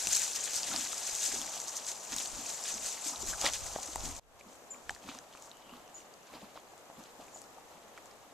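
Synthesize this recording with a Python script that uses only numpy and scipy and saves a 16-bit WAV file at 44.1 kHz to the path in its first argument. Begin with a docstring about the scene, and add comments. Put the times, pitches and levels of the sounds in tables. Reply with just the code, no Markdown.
"""A horse grazes in brush close to a small camera: leaves and stalks crackle as uneven noise, stems snap and teeth
knock as short decaying tones, the jaw grinds and the mouthful squelches as low crackle bands.
Lumpy low noise makes wind puffs on the microphone ports; a murmur of air fills the wood. The near view stops short
and a farther one fades in: softer nibbling of short grass, chips of a bird (falling tones with a noisy echo) and
a far twitter (a fluttering narrow noise band)."""
import sys
import numpy as np
from scipy import signal
from scipy.fft import rfft, irfft, next_fast_len
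from scipy.io import wavfile
from scipy.ndimage import uniform_filter1d, map_coordinates

SR = 44100
rng = np.random.default_rng(int(sys.argv[2]) if len(sys.argv) > 2 else 0)


def to_wav(sig):
    """Store sig (one row per channel, or 1-D mono) as 16-bit WAV at the path in sys.argv[1].

    Samples outside -1..1 are clipped; the rate is SR.
    """
    pcm = np.clip(np.atleast_2d(sig), -1, 1) * 32767
    pcm = np.round(pcm).astype(np.int16)
    wavfile.write(sys.argv[1], SR, pcm.T)  # frames by channels


N = 367353

CUT_S = 4.197  # the near view ends and the far view starts


def amp(db):
    """Gain of a level in dB."""
    return 10 ** (np.asarray(db) / 20)


def unit(x):
    """Bring x to rms 1."""
    return x / np.sqrt(np.mean(x ** 2) + 1e-20)


def along(points, hz):
    """Read (frequency [Hz], value) points on a log frequency axis."""
    point_hz, value = np.transpose(points)
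    return np.interp(np.log(hz + 1), np.log(point_hz + 1), value)


def curves(rows):
    """One value per sample for each column after the time."""
    s, *columns = np.transpose(rows)
    return [np.interp(np.arange(N) / SR, s, column) for column in columns]


def wobble(rate):
    """A smooth random curve with rate knots a second."""
    knots = rng.standard_normal(int(N * rate / SR) + 4)
    return map_coordinates(knots, [np.arange(N) * rate / SR])


def filtered(x, response):
    """Shape x by a response over frequency, complex if it shifts phase."""
    size = next_fast_len(N + 8192)
    spectrum = rfft(x, size) * response(np.fft.rfftfreq(size, 1 / SR))
    return irfft(spectrum, size)[..., :N]


def spread(pair, spectrum, alike):
    """Colour two unrelated signals and mix them to a left-right likeness, at rms 1."""
    def mid_side_gains(hz):
        turn = np.arccos(np.clip(along(alike, hz), -1, 1)) / 2
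        return amp(along(spectrum, hz)) * np.array([np.cos(turn), np.sin(turn)])

    mid, side = filtered(pair, mid_side_gains)
    return unit(np.array([mid + side, mid - side]))


def swells(rows, rest_db):
    """Level in dB for each column: every event swells and fades, adding its power to the rest level."""
    rise_share = 0.73  # a swell rises in this share of its fading time
    roundness = 1.28  # 1 = pointed peak, 2 = round
    t, rows = np.arange(0, N / SR + .002, .002), np.array(rows)
    fade_s = np.maximum(rows[:, 1:2], .005)  # zero and negative times become 5 ms
    since = (t - rows[:, :1]) / fade_s
    shape = amp(-20 * np.maximum(since, -since / rise_share) ** roundness)  # a power: -10 dB at since = 1
    event_power = amp(2 * rows[:, 2:].T) @ shape
    power = [np.interp(np.arange(N) / SR, t, p) for p in event_power]
    return 10 * np.log10(power + amp(2 * np.asarray(rest_db)))


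def murmur():
    """Far air in the trees and the hiss of the microphone: coloured noise, gently unsteady."""
    # colour of the wood: (frequency [Hz], relative level per Hz [dB])
    wood = [(35, -49), (60, -12.5), (125, -10.5), (315, -6.5), (397, -3), (690, -0.5), (953, -5.5),
            (1090, -6), (1380, -9.5), (1780, -11), (4680, -20.5), (7080, -19), (9330, -24.5),
            (13500, -24.5), (14800, -44)]
    # stereo width: (frequency [Hz], left-right likeness [-1 to 1])
    alike = [(60, -0.76), (180, 0.26), (550, 0.86), (1640, 0.079), (4960, -0.81), (14900, 0.45)]
    # balance: (frequency [Hz], left over right [dB])
    left = [(60, 8), (240, 4.5), (950, 0), (3760, 4), (14900, -8)]
    near_db, far_db = -54.5, -57
    air_db = np.where(np.arange(N) / SR < CUT_S, near_db, far_db)
    air = spread(rng.standard_normal((2, N)), wood, alike)
    balanced = filtered(air, lambda hz: amp([[.5], [-.5]] * along(left, hz)))
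    return amp(air_db + 0.79 * wobble(6.2)) * balanced


def twitter():
    """A far bird, blurred by the wood into a fluttering narrow band of noise."""
    # calls: (peak time [s], time to fade by 10 dB [s], peak level [dB])
    calls = [(5.56, .06, -64), (5.72, 0.2, -66), (5.85, 0.2, -72), (6.2, -0.5, -76)]
    level_db = swells(calls, -100)
    band = [(2300, -30), (2750, -4), (3000, 5), (3200, -5), (3600, -34)]  # (Hz, relative dB)
    noise = spread(rng.standard_normal((2, N)), band, [(3000, 0.67)])
    return amp(level_db + 3.3 * wobble(32)) * noise


def bird():
    """A short falling chip, smeared by the many trunks that send it back."""
    # chips: (time [s], level [dB], settled pitch [Hz], left over right [dB])
    chips = [(4.704, -40.5, 7080, 4), (5.943, -45.5, 6820, 4), (7.341, -48, 6930, 3)]
    out = np.zeros((2, N + SR))
    t, late = np.arange(SR // 50) / SR, np.arange(SR // 3) / SR
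    for s, db, hz, pan_db in chips:
        pitch = hz * (1 + 0.095 * np.exp(-t / 0.0029))
        swell = np.sin(np.pi * t / t[-1]) ** 0.29
        chip = swell * np.sin(2 * np.pi * np.cumsum(pitch) / SR)
        trunks = 0.037 * amp(-60 * late / 0.25) * rng.standard_normal((2, len(late)))
        trunks[:, 0] = 1  # the direct sound
        heard = signal.fftconvolve(chip[None], trunks, axes=1)
        gain = amp(db + np.array([[pan_db], [-pan_db]]) / 2)
        out[:, round(s * SR):][:, :heard.shape[1]] += gain * heard
    return out[:, :N]


def wind():
    """Lumpy puffs of low noise, unrelated from port to port."""
    # puffs: (peak time [s], time to fade by 10 dB [s], peak level [dB])
    gusts = [(.08, 0.1, -58), (.69, -0.01, -44), (1.13, 0, -56), (1.35, 0.1, -60), (2.15, .04, -58),
             (2.34, 0.07, -52.5), (2.77, 0.1, -61), (3.2, .04, -54), (3.3, 0.09, -47), (3.5, .06, -54),
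             (3.63, 0.16, -51), (4.06, 0.18, -46.5), (4.25, -0.1, -62), (4.905, 0.05, -53)]
    # colour of a puff: (frequency [Hz], relative level [dB])
    puff = [(15, -7), (30, -2), (55, -3.5), (100, -7.5), (180, -22), (300, -55)]
    calm_db = -78.5
    lumps = amp(2.8 * np.array([wobble(14), wobble(19)]))
    noise = spread(rng.standard_normal((2, N)), puff, [(50, 0)])
    return amp(swells(gusts, calm_db)) * unit(lumps * noise)


def rings(s, db, hz, cycles, rise, ragged):
    """Each break swells over a part of a cycle and rings out; a ragged one splinters on for some milliseconds."""
    out, t = np.zeros(N + SR), np.arange(SR // 12) / SR
    turns = np.c_[hz] * t
    splinter = uniform_filter1d(rng.standard_normal(turns.shape), size=5, axis=1) * amp(-60 * t / 0.0078)
    decay = amp(-60 * turns / np.c_[np.clip(cycles, 1, 60) + 0 * hz])  # cycles to fall by 60 dB
    attack = 1 - np.exp(-turns / rise)
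    sound = np.c_[amp(db)] * (decay + ragged * splinter) * attack * np.sin(2 * np.pi * turns)
    start = np.round((s + .001) * SR).astype(int)  # 1 ms after the listed time
    np.add.at(out, np.c_[start] + np.arange(len(t)), sound)
    return out[:N]


def thuds():
    """The jaw closes with soft, low, smoothly ringing thuds."""
    # thuds: (time [s], level [dB], pitch [Hz])
    thud_rows = [(0.068, -46, 185), (0.712, -46, 290), (0.779, -42, 269), (1.337, -35, 398),
                 (2.123, -40, 268), (2.385, -40, 285), (2.759, -52, 283), (3.059, -39, 305),
                 (3.12, -43, 261), (3.23, -34.5, 390), (3.441, -39, 229), (3.884, -39.5, 308),
                 (4.033, -43, 250), (4.46, -45.5, 199), (4.774, -49.5, 231), (5.044, -44, 197),
                 (5.088, -36.5, 278), (5.155, -48, 248), (5.724, -39, 238), (5.979, -52, 342),
                 (6.348, -42.5, 248), (6.427, -42, 201), (6.979, -41.5, 237), (7.189, -43.5, 270),
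                 (7.749, -54, 172), (7.844, -55, 223)]
    return rings(*np.transpose(thud_rows), cycles=18.0, rise=0.86, ragged=0)


def knocks():
    """Teeth knock and the mouth pops: fast attacks on short rings."""
    # knocks: (time [s], level [dB], pitch [Hz], ring to -60 dB [cycles])
    knock_rows = [(0.069, -37, 759, 13), (0.13, -36, 2050, 12), (0.476, -33, 1730, 15),
                  (0.715, -32, 1390, 18), (0.93, -29.5, 1300, 13), (1.09, -38, 630, 9.8),
                  (1.323, -39, 690, 12), (1.359, -35, 754, 14), (1.566, -37, 745, 14),
                  (2.576, -46, 845, 12), (3.329, -33, 1500, 18), (3.335, -31.5, 1580, 29),
                  (3.344, -34, 1350, 17), (3.413, -38, 794, 12), (3.443, -25.5, 570, 19),
                  (3.76, -19.5, 650, 6.6), (3.786, -30.5, 780, 11), (3.958, -22.5, 870, 9.9),
                  (4.41, -45, 560, 12), (4.894, -20, 1720, 16), (4.905, -34, 810, 28),
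                  (4.962, -41, 1780, 18), (5.087, -33, 1270, 12), (5.115, -36, 1210, 12),
                  (5.148, -39, 1140, 15), (5.188, -42, 1650, 18), (5.35, -35, 1140, 8.2),
                  (5.736, -38, 1120, 14), (6.337, -39.5, 620, 13), (6.419, -43, 638, 12),
                  (6.557, -37.5, 690, 11), (6.574, -34, 1100, 12), (6.735, -42, 800, 12),
                  (6.899, -35.5, 820, 9.4), (7.199, -38.5, 655, 13), (7.359, -38, 743, 13),
                  (7.583, -39.5, 830, 14), (7.976, -37, 1390, 16), (7.981, -40, 1900, 16)]
    return rings(*np.transpose(knock_rows), rise=0.13, ragged=0.14)


def snaps(leaf_db, stalk_db):
    """A stem cracks high and its stalk rings, mostly lower; 60 small twigs snap at random times."""
    # clearest stems: (time [s], crack level [dB], crack pitch [Hz], stalk ring level [dB], stalk ring pitch [Hz])
    stems = [(.0702, -10, 6060, -22, 2720), (.1245, -17, 7020, -36, 5000), (.129, -12.5, 7560, -35, 4010),
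             (.163, -13, 7960, -27, 3110), (.168, -14, 5900, -28, 2500), (.1944, -20, 7200, -36, 4860),
             (0.2176, -16, 7100, -39, 4900), (0.533, -18, 5900, -43, 4950), (.5643, -26, 6000, -24, 4870),
             (.6312, -24, 5200, -22, 4830), (.685, -30, 7000, -40, 4800), (0.7611, -21, 6600, -15, 4960),
             (0.8497, -24.5, 6350, -26, 4480), (.93, -33, 6860, -36, 2630), (1.0324, -27, 6470, -33, 4160),
             (1.0734, -22, 6740, -33, 4430), (1.1505, -20, 6870, -49, 4020),
             (1.2303, -21.5, 6700, -25, 3820), (1.2514, -24, 6400, -28, 3320),
             (1.4148, -20, 6540, -27, 3500), (1.6007, -22, 6420, -42, 5000), (1.6157, -22, 6270, -46, 3560),
             (1.7672, -20.5, 6300, -48, 4230), (1.776, -24, 6270, -48, 4230),
             (1.8654, -24, 6950, -32, 4840), (1.8861, -23, 6170, -31, 4200), (1.895, -24, 6300, -38, 5100),
             (1.915, -21, 6600, -40, 3820), (2.1201, -21, 6260, -35, 4620), (2.163, -14, 6640, -36, 4640),
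             (2.1831, -21, 6500, -21.5, 3800), (2.2003, -20, 5900, -33, 3360),
             (2.2574, -25, 6310, -26, 4500), (2.459, -35, 6300, -34, 2600), (2.5364, -25, 6850, -37, 3640),
             (2.6554, -34, 6990, -28, 3590), (2.7032, -24, 6150, -39, 3460),
             (2.8612, -20.5, 7400, -33, 4490), (3.0834, -21, 6300, -37, 4900),
             (3.1583, -44, 6720, -27, 3950), (3.272, -25, 6730, -41, 4800), (3.286, -21, 7160, -38, 5000),
             (3.4128, -16, 6740, -19, 5000), (3.4459, -18, 5700, -21, 3450), (3.4627, -25, 6600, -18, 1930),
             (3.4872, -22, 6100, -29, 2050), (3.5346, -19, 6500, -29, 3380), (3.664, -28, 6970, -40, 2100),
             (3.83, -25, 7300, -36, 4410), (3.9568, -18.5, 7600, -36, 2000), (4.1642, -28, 6640, -49, 3260),
             (4.4095, -46, 7710, -38, 2360), (4.7437, -51, 7140, -40.5, 2340),
             (4.893, -27, 5400, -27, 3080), (4.9053, -27, 6800, -40, 4000), (4.9477, -36, 6820, -38, 4660),
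             (5.089, -40, 5470, -37, 2370), (5.1484, -36, 6060, -42, 3800), (5.187, -31, 6000, -43, 4030),
             (5.3258, -44, 6610, -45, 3330), (5.3353, -46, 6770, -45, 3010), (5.3722, -39, 6260, -44, 2630),
             (5.514, -48, 6830, -34.5, 3900), (5.569, -40, 7200, -50, 3080), (5.6934, -59, 7860, -43, 2800),
             (5.7667, -52, 6270, -43, 3710), (5.877, -42, 6060, -51, 2710), (5.9794, -44, 5300, -49, 2900),
             (6.0037, -48, 7050, -45, 2890), (6.1384, -43, 6430, -40.5, 4830),
             (6.337, -44, 6820, -40, 2250), (6.7775, -40, 7300, -60, 3260), (7.0376, -38, 6120, -44, 4320),
             (7.219, -47, 6730, -50, 2660), (7.2814, -51, 6450, -45, 2440), (7.4163, -34, 7560, -56, 4020),
             (7.439, -42, 5200, -55, 4870), (7.9754, -49, 5660, -40, 2270), (8.0566, -41, 6900, -60, 4520),
             (8.111, -40.5, 5030, -54, 2220)]
    at, chance = rng.integers(N, size=60), rng.standard_normal((4, 60))
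    scatter_db = 4.5
    twigs = [at / SR,
             leaf_db[at] + 12.5 + scatter_db * chance[0],  # crack, dB over the leaves
             6700 * np.exp(0.081 * chance[1]),  # crack Hz
             stalk_db[at] + 11 + scatter_db * chance[2],  # ring, dB over the stalks
             3800 * np.exp(0.22 * chance[3])]  # ring Hz
    s, crack_db, crack_hz, ring_db, ring_hz = np.hstack([np.transpose(stems), twigs])
    cracks = rings(s, crack_db, crack_hz, cycles=24.5, rise=1.07, ragged=0.82)
    stalks = rings(s, ring_db, ring_hz, cycles=25.4, rise=0.73, ragged=0.56)
    return cracks + stalks


def crackle(spectrum, spike_db, clump_db, clump_rate, hiss):
    """Countless tiny breaks of very uneven size, in clumps and patches of pitch, over a share of smooth friction."""
    # stereo width of the horse: (frequency [Hz], left-right likeness [-1 to 1])
    alike = [(100, 1), (300, 0.92), (2400, 1), (5200, 0.8), (6500, 0.73), (9000, 0.57), (14000, .1)]
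    rarity = np.minimum(rng.exponential(size=N), 6.5)  # caps the rarest, loudest breaks
    size = amp(spike_db * rarity + clump_db * wobble(clump_rate))
    tiny_breaks = unit(size * rng.standard_normal((2, N)))
    friction = hiss * rng.standard_normal((2, N))
    z = signal.stft(tiny_breaks, nperseg=128)[2] + signal.stft(friction, nperseg=128)[2]
    patches = uniform_filter1d(rng.standard_normal(z.shape[1:]), size=3, axis=0)  # over pitch
    patches = uniform_filter1d(patches, size=5, axis=1)  # over time
    patchy = signal.istft(z * amp(2.05 * unit(patches)), nperseg=128)[1][:, :N]
    return spread(patchy, spectrum, alike)


def chewing(wet_db):
    """At each stroke of the jaw the molars grind low and the wet mouthful squelches."""
    # strokes: (peak time [s], time to fade by 10 dB [s], molar grind level [dB], wet mouthful level [dB])
    chews = [(.08, .03, -52, -52), (.51, -0.04, -68, -54), (.73, 0.09, -48, -48.5), (1.08, -0.1, -78, -54),
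             (1.37, .1, -51, -52.5), (2.14, 0.07, -53.5, -54.5), (2.4, 0.1, -58, -58),
             (2.59, -0.12, -72, -52), (2.76, 0.05, -55, -54), (3.1, 0.06, -59, -54),
             (3.26, 0.09, -54.5, -56), (3.33, -0.05, -75, -47), (3.455, 0.04, -46.5, -36),
             (3.76, 0.1, -62, -55), (4.06, .08, -53.5, -51), (4.47, .04, -60, -61), (4.755, 0.02, -66, -55),
             (4.915, .03, -72, -57), (5.09, 0.1, -55.5, -53.5), (5.44, 0.2, -70, -61),
             (5.75, 0.1, -58.5, -57), (6.344, .06, -61, -52.5), (6.44, 0.03, -57, -57),
             (6.565, .03, -66, -57), (6.99, 0.03, -55, -60), (7.21, 0.13, -65.5, -61.5),
             (7.726, .04, -67, -58), (7.84, -0.07, -59, -58), (7.976, .03, -72, -59)]
    # colour of the grind: (frequency [Hz], relative level [dB])
    jaw_colour = [(120, -11), (190, -5), (250, 0.5), (330, -1.5), (450, -30.5)]
    # colour of the mouthful: (frequency [Hz], relative level [dB])
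    mouth_colour = [(350, -27), (550, -3), (800, 1.5), (1300, -3), (1800, -26.5)]
    jaw_rest_db = -72
    jaw_db, mouth_db = swells(chews, [jaw_rest_db + 0 * wet_db, wet_db])
    mouth = crackle(mouth_colour, spike_db=2.5, clump_db=3, clump_rate=50, hiss=0.85)
    jaw = crackle(jaw_colour, spike_db=2, clump_db=2, clump_rate=30, hiss=.6)
    return amp(mouth_db) * mouth + amp(jaw_db) * jaw


def plants(leaf_db, stalk_db):
    """Dry leaves crackle high and stalks lower."""
    # colour of crisp leaves: (frequency [Hz], relative level per Hz [dB])
    leaf_colour = [(2350, -30.5), (4000, -10.5), (5200, -5.5), (6400, 1), (7470, -2.5), (10200, -14),
                   (13600, -22.5), (14600, -24), (14800, -40)]
    # colour of stalks: (frequency [Hz], relative level per Hz [dB])
    stalk_colour = [(710, -43), (1200, -16.5), (1430, -2.5), (2140, -3.5), (2550, -1.5), (3800, -1),
                    (5200, -6), (6760, -28), (11400, -120)]
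    leaves = crackle(leaf_colour, spike_db=3.5, clump_db=1.34, clump_rate=130, hiss=0.6)
    stalks = crackle(stalk_colour, spike_db=3.0, clump_db=2, clump_rate=90, hiss=0.32)
    return amp(leaf_db) * leaves + amp(stalk_db) * stalks


def grazing():
    """The horse tugs at the plants, which rustle, crackle and snap, and chews the mouthful."""
    # steady rustle between tugs: (time [s], crisp leaves level [dB], stalks level [dB], wet mouthful level [dB])
    rustle = [(0, -37, -47.5, -56), (.3, -40, -49.5, -55.5), (.65, -41.5, -47, -56),
              (1.0, -41.5, -51.5, -54), (1.5, -44.5, -52, -53.5), (2.0, -48.5, -57, -55),
              (2.45, -44.5, -54.5, -55), (3.0, -47, -56, -54.5), (3.7, -45, -55.5, -53.5),
              (4.19, -51.5, -59, -56.5), (4.2, -69, -69, -66), (4.6, -65, -75, -63.5),
              (5.0, -64, -69.5, -65), (5.6, -68.5, -67.5, -63), (6.5, -68, -70.5, -66),
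              (7.5, -67, -70.5, -62.5), (8.33, -68, -68.5, -63)]
    # tugs: (peak time [s], time to fade by 10 dB [s], crisp leaves level [dB], stalks level [dB])
    tugs = [(.136, 0.08, -31, -42), (.235, 0.05, -35.5, -46), (.361, 0.02, -34.5, -42),
            (.455, 0.03, -35, -49), (.56, .04, -32.5, -50), (.68, .04, -38, -50), (.74, 0.1, -45, -42),
            (.812, .08, -39.5, -48), (.924, .04, -46, -48.5), (.99, .03, -43, -56), (1.08, .07, -39.5, -48),
            (1.16, .04, -39, -57), (1.247, .07, -32.5, -45.5), (1.341, 0.09, -40, -46),
            (1.554, 0.04, -42, -49), (1.686, 0.03, -41.5, -56), (1.77, 0.02, -37, -59),
            (1.888, 0.04, -38.5, -51), (2.127, 0.03, -41, -44.5), (2.199, .08, -38, -49),
            (2.42, .06, -49, -62), (2.5, 0.06, -39.5, -50.5), (2.688, 0.0854, -38, -47),
            (2.867, 0.09, -38, -48.5), (3.075, .06, -36.5, -49.5), (3.211, 0.0248, -42, -58),
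            (3.289, .05, -37, -49), (3.42, .04, -36, -46), (3.462, 0.0314, -34.5, -31.5),
            (3.544, 0.0326, -38, -42.5), (3.66, .06, -49, -57), (3.829, 0.03, -45, -55),
            (4.055, .07, -42.5, -50.5), (4.398, 0.01, -57, -54.5), (4.514, .08, -64, -67),
            (4.755, 0, -70, -62), (4.905, 0.03, -54, -56), (4.95, 0.02, -57, -64), (4.99, 0, -62, -68),
            (5.04, .03, -61, -59), (5.09, 0.0454, -56, -52), (5.14, 0.05, -57, -56.5),
            (5.35, 0.07, -66, -63), (5.444, 0.07, -56.5, -76), (5.74, .07, -73.5, -63),
            (5.98, .07, -61, -68.5), (6.28, 0.06, -69, -62), (6.344, 0.04, -66, -55), (6.42, 0.1, -68, -62),
            (6.575, 0.03, -70, -58), (7.038, .08, -65, -62), (7.224, 0.07, -62, -64),
            (7.37, .1, -58.5, -77), (7.726, 0.06, -69, -65.5), (7.826, -0.2, -69, -70.5),
            (7.98, 0.03, -66.5, -62), (8.058, .05, -65.5, -79)]
    *plants_db, wet_db = curves(rustle)
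    leaf_db, stalk_db = swells(tugs, plants_db)
    breaks = snaps(leaf_db, stalk_db) + knocks() + thuds()
    return plants(leaf_db, stalk_db) + chewing(wet_db) + breaks


def ports(x):
    """The two microphone ports resonate at different treble pitches and shift in phase, mostly the left later."""
    # balance: (frequency [Hz], left over right [dB])
    left = [(300, 0), (1000, 0), (5900, -0.5), (6600, -3.5), (7200, 13.5), (7900, 10), (10000, 7.5),
            (14000, 14.5)]
    # phase: (frequency [Hz], lag of left behind right [rad])
    lag = [(300, .1), (1000, .3), (2000, 0), (5500, .4), (6800, -.1), (8600, 1.3), (10000, 1.8),
           (14000, 2.4)]
    side = np.array([[1], [-1]]) / 2
    return filtered(x, lambda hz: amp(side * along(left, hz)) * np.exp(-1j * side * along(lag, hz)))


def scene():
    """Wood, birds, wind and horse together; after the cut everything fades in."""
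    fade_s, fade_from_db = 0.35, -19.5  # slope: full gain per fade_s
    since = np.arange(N) / SR - CUT_S
    fade_in = np.clip(amp(fade_from_db) + since / fade_s, 0, 1)
    fade = np.where(since < 0, 1, fade_in)
    return fade * (murmur() + twitter() + bird() + ports(wind() + grazing()))


def record(dry):
    """The camera keeps nothing above its band limit."""
    top_hz = 14300
    return filtered(dry, lambda hz: hz < top_hz)


dry = scene()
out = record(dry)
to_wav(out)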